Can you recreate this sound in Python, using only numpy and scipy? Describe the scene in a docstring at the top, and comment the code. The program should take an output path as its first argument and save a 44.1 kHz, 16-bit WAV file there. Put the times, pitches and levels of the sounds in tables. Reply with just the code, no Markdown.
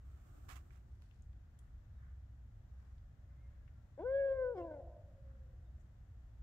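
"""An owl gives one falling hoot from a pine in a still wood. Membranes in its voice box vibrate:
the call starts reedy, leaps to a round high note and drops back into a reedy slide.
Nearby trunks scatter the hoot, and a far tree line sends it back as echoes.
Before the hoot, a hand rubs on the phone and a sleeve swishes. Twigs tick, small birds peep, and
faint blurred swells, hums and a whistle pass over a low distant rumble and a soft hiss."""
import sys
import numpy as np
from scipy import signal
from scipy.fft import rfft, irfft, next_fast_len
from scipy.io import wavfile
from scipy.ndimage import uniform_filter1d

SR = 44100
rng = np.random.default_rng(int(sys.argv[2]) if len(sys.argv) > 2 else 0)


def generate_wav(signal):
    """Clip the signal to [-1, 1] and save it as 16-bit WAV at the path in sys.argv[1]."""
    frames = np.transpose(np.atleast_2d(signal))
    scaled = np.clip(frames, -1, 1) * 32767
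    pcm = np.round(scaled).astype(np.int16)
    wavfile.write(sys.argv[1], SR, pcm)


N = 283122
T = np.arange(N) / SR

# the hoot starts low, leaps to its high note, drops back and slides down to its end
START_S, LEAP_S, DROP_S, END_S = 3.976, 4.038, 4.549, 4.825
LEAP_EASE_S, DROP_EASE_S = .005, .012


def undb(db):
    """Turn decibels into a number to multiply by."""
    return 10 ** (np.asarray(db) / 20)


def unit(x):
    """Scale a signal to an average strength (rms) of 1."""
    return x / np.sqrt(np.mean(x ** 2))


def at(points, hz):
    """Look up a value between (pitch_hz, value) points, spaced by octaves."""
    f, value = np.transpose(points)
    return np.interp(np.log(np.maximum(hz, 1)), np.log(f), value)


def colour(x, points):
    """Turn a sound's lows and highs up or down along (pitch_hz, gain_db) points."""
    n = x.shape[-1]
    size = next_fast_len(n)
    gain = undb(at(points, np.fft.rfftfreq(size, 1 / SR)))
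    return irfft(rfft(x, size) * gain, size)[..., :n]


def band(n, hz, octaves):
    """Stereo noise gathered around one pitch."""
    f = np.maximum(np.fft.rfftfreq(n, 1 / SR), 1)
    bell = np.exp(-.5 * (np.log2(f / hz) / octaves) ** 2)
    return unit(irfft(rfft(rng.standard_normal((2, n))) * bell / np.sqrt(f), n))


def walk(rate):
    """A smooth random wobble of size about 1 that changes about rate times a second."""
    k = max(int(SR / rate), 2)
    steps = np.repeat(rng.standard_normal(N // k + 1), k)
    return unit(uniform_filter1d(uniform_filter1d(steps, k), k)[:N])


def pan(db):
    """Left and right gains that make the left side db decibels louder."""
    return undb(np.array([[.5], [-.5]]) * db)


def ramp(s, length):
    """Rise from 0 at time s to 1 over length seconds."""
    return np.clip((T - s) / length, 0, 1)


def flip(s, ease_s):
    """Switch smoothly from 0 to 1 around time s."""
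    return .5 + .5 * np.tanh((T - s) / ease_s)


def swell(t, peak_s, width_s):
    """A bell-shaped rise and fall."""
    return np.exp(-.5 * ((t - peak_s) / width_s) ** 2)


def tones(table, waver, rate):
    """Thin gliding tones that swell and fade, their pitch wavering."""
    out = 0
    for s, start_hz, end_hz, width, db in table:
        hz = np.interp(T, [s - width, s + width], [start_hz, end_hz]) * (1 + waver * walk(rate))
        out = out + undb(db) * swell(T, s, width) * np.sin(2 * np.pi * np.cumsum(hz) / SR)
    return out


def background(rumble_db=-54.5, rumble_side_db=-24, air_db=-76.5):
    """A distant rumble, nearly alike on both sides, and the wood's hiss, wider in its highs."""
    # tone of the rumble and of the hissing air: pitch_hz, gain_db
    rumble_tone = [(15, -29), (28, -17.5), (40, -1.5), (52, -6), (64, 5), (75, -4), (88, -4.5), (112, -8),
                   (135, -13), (165, -22.5), (215, -24.5), (330, -36.5), (500, -72)]
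    air_tone = [(100, -3), (300, -4), (470, -2.5), (720, -0.5), (950, -4.5), (1500, -3.5), (1900, -6),
                (2300, -13.5), (3300, -16), (4500, -20), (7300, -18.5), (9000, -30.5), (15000, -29)]
    noise = rng.standard_normal((5, N))
    sideways = undb(rumble_side_db) * noise[1] * np.array([[1], [-1]])
    rumble = unit(colour(noise[0] + sideways, rumble_tone))
    shared = colour(noise[2], [(300, -4.5), (700, -2.5), (1400, -11), (3000, -21.5)])
    apart = colour(noise[3:], [(300, 4.5), (700, -5.0), (1400, -1.5), (3000, 0)])
    left, right = apart + shared
    right = colour(right, [(300, -2.5), (1200, -3.5), (4000, -3.5), (7500, -9.0), (14000, 2.0)])
    air = unit(colour(np.array([left, right]), air_tone))
    sway_db = .3 * walk(5)
    return (rumble * undb(rumble_db) + air * undb(air_db)) * undb(sway_db)


def hand(left_db=-12):
    """Skin slips over the phone's case in many tiny catches, close to the right microphone."""
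    # strokes of the hand: start_s, rise_s, hold_s, level_db, fade_db_per_s
    strokes = [(0, .1, .33, -79.5, 250), (.483, 0.0082, 0.028, -53, 330),
               (0.555, 0.0047, 0.0057, -56.5, 642), (0.696, .03, 0.046, -73.5, 450)]
    # tone of the rubbed case: pitch_hz, gain_db
    case_tone = [(200, -14), (350, -13), (550, -17), (750, -3), (900, -9), (1150, 1.5), (1600, -4),
                 (2300, -5.5), (3300, -11.5), (4800, -16.5), (7500, -13), (9700, -25.5), (11200, -18),
                 (12500, -23), (15000, -19)]
    slip = sum(ramp(s, rise) * undb(db - fade * np.maximum(T - s - rise - hold, 0))
               for s, rise, hold, db, fade in strokes)
    catches = rng.standard_normal((2, N)) * undb(2.2 * walk(1200))
    return unit(colour(catches, case_tone)) * slip * undb([[left_db], [0]])


def sleeve(peak_s=0.49, peak_db=-68, rise_db_per_s=24, fall_db_per_s=38, left_db=-3):
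    """A sleeve shifts with the hand: one soft swish that swells and fades."""
    # tone of the cloth: pitch_hz, gain_db
    cloth_tone = [(100, -16), (200, 2.5), (300, 11.5), (450, -5), (750, 3), (950, -10.5), (1200, 2.5),
                  (1550, -2), (1900, -21), (2700, -15.5), (4500, -23), (8000, -13.5), (10000, -26.5),
                  (14000, -17)]
    level_db = peak_db - np.maximum(rise_db_per_s * (peak_s - T), fall_db_per_s * (T - peak_s))
    swish = unit(colour(rng.standard_normal((2, N)), cloth_tone))
    return swish * undb(level_db + 1.9 * walk(39.1)) * undb([[left_db], [0]])


def hums():
    """Faint low tones come and go far away."""
    # far-off hums: peak_s, start_hz, end_hz, width_s, level_db
    notes = [(.7, 369, 355, 0.35, -82.5), (3.45, 565, 585.5, 0.45, -84.5), (5.7, 345, 341.1, 0.18, -81.5)]
    return tones(notes, waver=.016, rate=40)


def ticks(tail_db=-18, tail_s=0.051):
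    """Twigs and fingers make short dry cracks, each with a faint scattered tail."""
    # cracks: start_s, level_db, pitch_hz, width_octaves, decay_ms, left_minus_right_db
    cracks = [(0.707, -68.5, 1930, 0.33, 1.9, -18), (1.021, -62, 2500, 1.6, 0.84, -4),
              (1.112, -66, 2500, 0.45, 1, 8), (1.222, -74, 7300, 0.21, 2.5, 7), (1.33, -78, 2500, 1, 3, 4),
              (1.59, -67, 8440, 0.43, 3, 4), (1.589, -79, 3330, 0.092, 6, 0),
              (2.981, -77, 3500, 0.69, 3.2, 4), (3.678, -72.5, 1890, 0.55, 7.3, 10)]
    out, t = np.zeros((2, N)), T[:SR // 5]
    for s, db, hz, octaves, decay_ms, side_db in cracks:
        fade = np.exp(-t * 1000 / decay_ms) + undb(tail_db) * np.exp(-t / tail_s)
        i = int(s * SR)
        out[:, i:i + len(t)] += band(len(t), hz, octaves) * fade * undb(db) * pan(side_db)
    return out


def faint_swells(grain_db=3):
    """Faint blurred swells near 1.5 kHz, perhaps a distant crow, among soft rustles."""
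    # swells of grainy noise: peak_s, level_db, pitch_hz, width_octaves, width_s
    swells = [(1.07, -88.5, 5500, 0.69, 0.12), (1.62, -84, 1410, 0.37, .1),
              (2.056, -75.5, 1530, 0.35, 0.05), (2.854, -80.5, 1260, 0.55, 0.084),
              (2.88, -90.5, 5400, .7, 0.1), (3.454, -84.5, 1540, 0.45, 0.19),
              (5.316, -80, 1450, 0.31, 0.058), (5.808, -88, 7050, 0.22, 0.021)]
    out, grain = np.zeros((2, N)), unit(undb(grain_db * walk(200)))
    for s, db, hz, octaves, width in swells:
        near = np.abs(T - s) < np.pi * width
        out[:, near] += band(near.sum(), hz, octaves) * swell(T[near], s, width) * undb(db)
    return out * grain


def small_birds():
    """Small birds far off give two tiny high peeps."""
    # peeps: peak_s, start_hz, end_hz, width_s, level_db
    peeps = [(1.98, 3750, 3600, .025, -92), (5.67, 3700, 3650, .012, -88)]
    return tones(peeps, waver=.024, rate=300)


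def whistle(level_db=-88, waver=0.016, flicker_db=7):
    """A thin wavering whistle from deep in the wood climbs slowly, then droops away."""
    start_s, turn_s, end_s, fade_s = 3.25, 3.55, 3.92, .13
    top_hz, end_hz, climb_hz_per_s, droop_s = 2200, 1270, 650, .1
    climb = climb_hz_per_s * np.minimum(T - turn_s, 0)
    droop = (top_hz - end_hz) * np.exp(-np.maximum(T - turn_s, 0) / droop_s)
    hz = (end_hz + droop + climb) * (1 + waver * walk(30))
    sounding = ramp(start_s, fade_s) * (1 - ramp(end_s - fade_s, fade_s))
    level = undb(level_db + flicker_db * np.tanh(walk(25)))
    return sounding * level * np.sin(2 * np.pi * np.cumsum(hz) / SR)


def melody():
    """The hoot's pitch, and which voice the owl uses: from 0 (low, reedy) to 1 (high, round)."""
    open_hz, climb_hz_per_s = 244.1, 2880
    aim_hz, sag_hz_per_s, scoop_hz, scoop_s = 619.5, 276, 150.45, .087
    slide_hz, slide_hz_per_s = 371.2, 385
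    t = np.clip(T, START_S, END_S)
    leapt, dropped = flip(LEAP_S, LEAP_EASE_S), flip(DROP_S, DROP_EASE_S)
    held = np.maximum(t - LEAP_S, 0)
    opening = open_hz + climb_hz_per_s * (t - START_S)
    note = aim_hz - sag_hz_per_s * held - scoop_hz * np.exp(-held / scoop_s)  # rises, then sinks
    slide = slide_hz - slide_hz_per_s * (t - DROP_S)
    high = leapt - dropped
    return (1 - leapt) * opening + high * note + dropped * slide, high


def owl(gain_db=0.8, waver=0.023, flutter_db=3.0, rasp_db=-4, right_lag_s=0.00011, harmonics=12):
    """Vibrating membranes make harmonics (multiples of the pitch): raspy when low, steadier when high."""
    # the hoot's level as heard, dipping briefly where it mingles with its echoes: time_s, relative_db
    loudness = [(3.98, -51.5), (3.992, -47), (4.042, -44.5), (4.058, -38.5), (4.16, -34), (4.328, -35.5),
                (4.346, -39.5), (4.432, -36), (4.524, -42.5), (4.544, -48), (4.58, -44), (4.792, -52),
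                (4.8, -53)]
    # how the swollen throat shapes the three lowest harmonics: pitch_hz, gain_db
    pouch_tone = [(250, -22), (325, -11), (365, -6), (400, -5.5), (550, 0.5), (700, -9), (770, -8.5),
                  (850, -10), (1030, -9.5), (1350, -30.5), (1500, -11), (1600, -16.5), (1645, -10.5)]
    # how the throat shapes the upper harmonics: pitch_hz, gain_db
    throat_tone = [(1000, 6), (1250, -15.5), (1530, 10), (1850, -3.5), (1960, -7), (2060, 2), (2200, -3),
                   (2450, -7), (2650, -13.5), (2770, 0), (2880, -13), (3050, -8.5), (3330, -4), (3500, -10),
                   (3700, -5.5), (3950, -13), (4250, -7.5), (4800, -15.5), (8000, -23.5)]
    # tone of the air swirling in the throat: pitch_hz, gain_db
    puff_tone = [(300, -14), (750, 5.5), (1200, -2.5), (1600, -6), (2200, -14.5), (3000, -11),
                 (4500, -13.5), (8000, -20), (11000, -34)]
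    # which side the voice is louder on: pitch_hz, left_minus_right_db
    balance = [(300, 2), (380, 3), (470, 8), (545, 2.5), (1050, -0.5), (1450, -4), (1650, -8.5),
               (2300, 10.5), (5000, 5)]
    # the two voices before the throat shapes them: second_db, third_db, upper_db, roughness (0 to 1)
    reedy, rounded = (-2, -10, -31, 0.91), (-12, -6.5, -40, 0.2039)
    rise_s, fade_s, slide_db = 0.0029, 0.021, -1
    brightening, upper_db_per_octave = 0.82, -13
    harsh_after_s, harsh_width_s, harsh_db = .035, .025, 7
    pure_hz, pure_width_hz = 554, 30

    hz, high = melody()
    second_db, third_db, upper_db, rough = np.outer(reedy, 1 - high) + np.outer(rounded, high)
    loud_db = gain_db + np.interp(T, *np.transpose(loudness)) + slide_db * flip(DROP_S, DROP_EASE_S)
    upper_db += loud_db + high * brightening * (loud_db - loud_db.max())  # louder is brighter
    upper_db += harsh_db * swell(T, DROP_S + harsh_after_s, harsh_width_s)  # harsh just after the drop
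    # near pure_hz the membranes swing evenly and the second harmonic vanishes
    uneven = np.tanh(np.abs(hz - pure_hz) / pure_width_hz)
    source = [1, uneven * undb(second_db), undb(third_db)]
    low = np.array([size * undb(at(pouch_tone, k * hz)) for k, size in enumerate(source, 1)])
    low = low / np.linalg.norm(low, axis=0) * undb(loud_db)  # these three share the loudness
    phase = 2 * np.pi * np.cumsum(hz * (1 + waver * rough * walk(250))) / SR
    late = np.array([[0], [1]]) * 2 * np.pi * hz * right_lag_s
    voice = 0
    for k in range(1, harmonics + 1):
        if k <= len(low):
            size = low[k - 1]
        else:  # upper harmonics weaken with each octave, and flicker
            db = upper_db + upper_db_per_octave * np.log2(k / (len(low) + 1.44))
            size = undb(db + at(throat_tone, k * hz) + 7 * np.tanh(walk(26)))
        sides = pan(at(balance, k * hz))
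        sides = sides / np.sqrt(np.mean(sides ** 2, axis=0))
        voice = voice + np.sqrt(2) * size * sides * np.sin(k * (phase - late))
    # the membranes let one puff of air through on each swing
    puffs = unit(colour(rng.standard_normal((2, N)), puff_tone) * (1 + np.cos(phase)))
    flutter = undb(flutter_db * rough * np.tanh(walk(180)))
    sounding = ramp(START_S, rise_s) * (1 - ramp(END_S - fade_s, fade_s))
    return sounding * (voice * flutter + puffs * rough * undb(upper_db + rasp_db))


def squeaks():
    """The owl's throat squeaks briefly as its voice breaks."""
    # squeaks: peak_s, start_hz, end_hz, width_s, level_db
    notes = [(4.02, 3450, 3430, 0.02493, -88.5), (4.58, 5200, 5230, .014, -82.5),
             (4.622, 2726, 2780, 0.0084, -75.5)]
    return tones(notes, waver=0.009, rate=400)


def wood_echoes(voice, near_db=-19, near_s=1.0, linger_db=-41, linger_s=4, rise_s=0.018, width=0.17):
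    """Near trunks scatter the call into a fading tail; groups of far trunks return blurred echoes."""
    # echoes from groups of trunks: delay_s, spread_s, relative_level_db
    echoes = [(0.061, .025, -22), (.2, .093, -13.5), (.42, .09, -26.5), (1.05, .11, -36.5)]
    # tone of what the trunks send back: pitch_hz, gain_db
    trunk_tone = [(150, -12), (330, -8.5), (480, -4.5), (545, 0), (600, 3.5), (710, 4.5), (850, -2),
                  (1100, -7), (1600, -14), (3000, -10), (9000, -14)]
    t = T[:2 * SR]
    scatter = rng.standard_normal((3, len(t))) * rng.exponential(size=len(t))
    scatter = unit(scatter[0] + width * scatter[1:])  # mostly alike on the left and right
    rise = 1 - np.exp(-(t / rise_s) ** 2)
    shapes = [(rise * undb(-60 * t / near_s), near_db), (rise * undb(-60 * t / linger_s), linger_db)]
    shapes += [(swell(t, delay, spread), db) for delay, spread, db in echoes]
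    power = sum(undb(db) ** 2 * shape ** 2 / np.sum(shape ** 2) for shape, db in shapes)
    response = colour(scatter * np.sqrt(power), trunk_tone)
    return signal.fftconvolve(voice.mean(axis=0)[None], response, axes=1)[:, :N]


def scene():
    """The owl and its echoes among the small sounds of the wood."""
    voice = owl() + squeaks()
    far_off = small_birds() + hums()
    call = voice + wood_echoes(voice)
    return call + hand() + sleeve() + ticks() + faint_swells() + whistle() + far_off + background()


def record(dry):
    """The phone cuts off the very highest sounds."""
    top_hz = 15550
    return signal.sosfilt(signal.ellip(10, .1, 70, top_hz, fs=SR, output="sos"), dry)


dry = scene()
out = record(dry)
generate_wav(out)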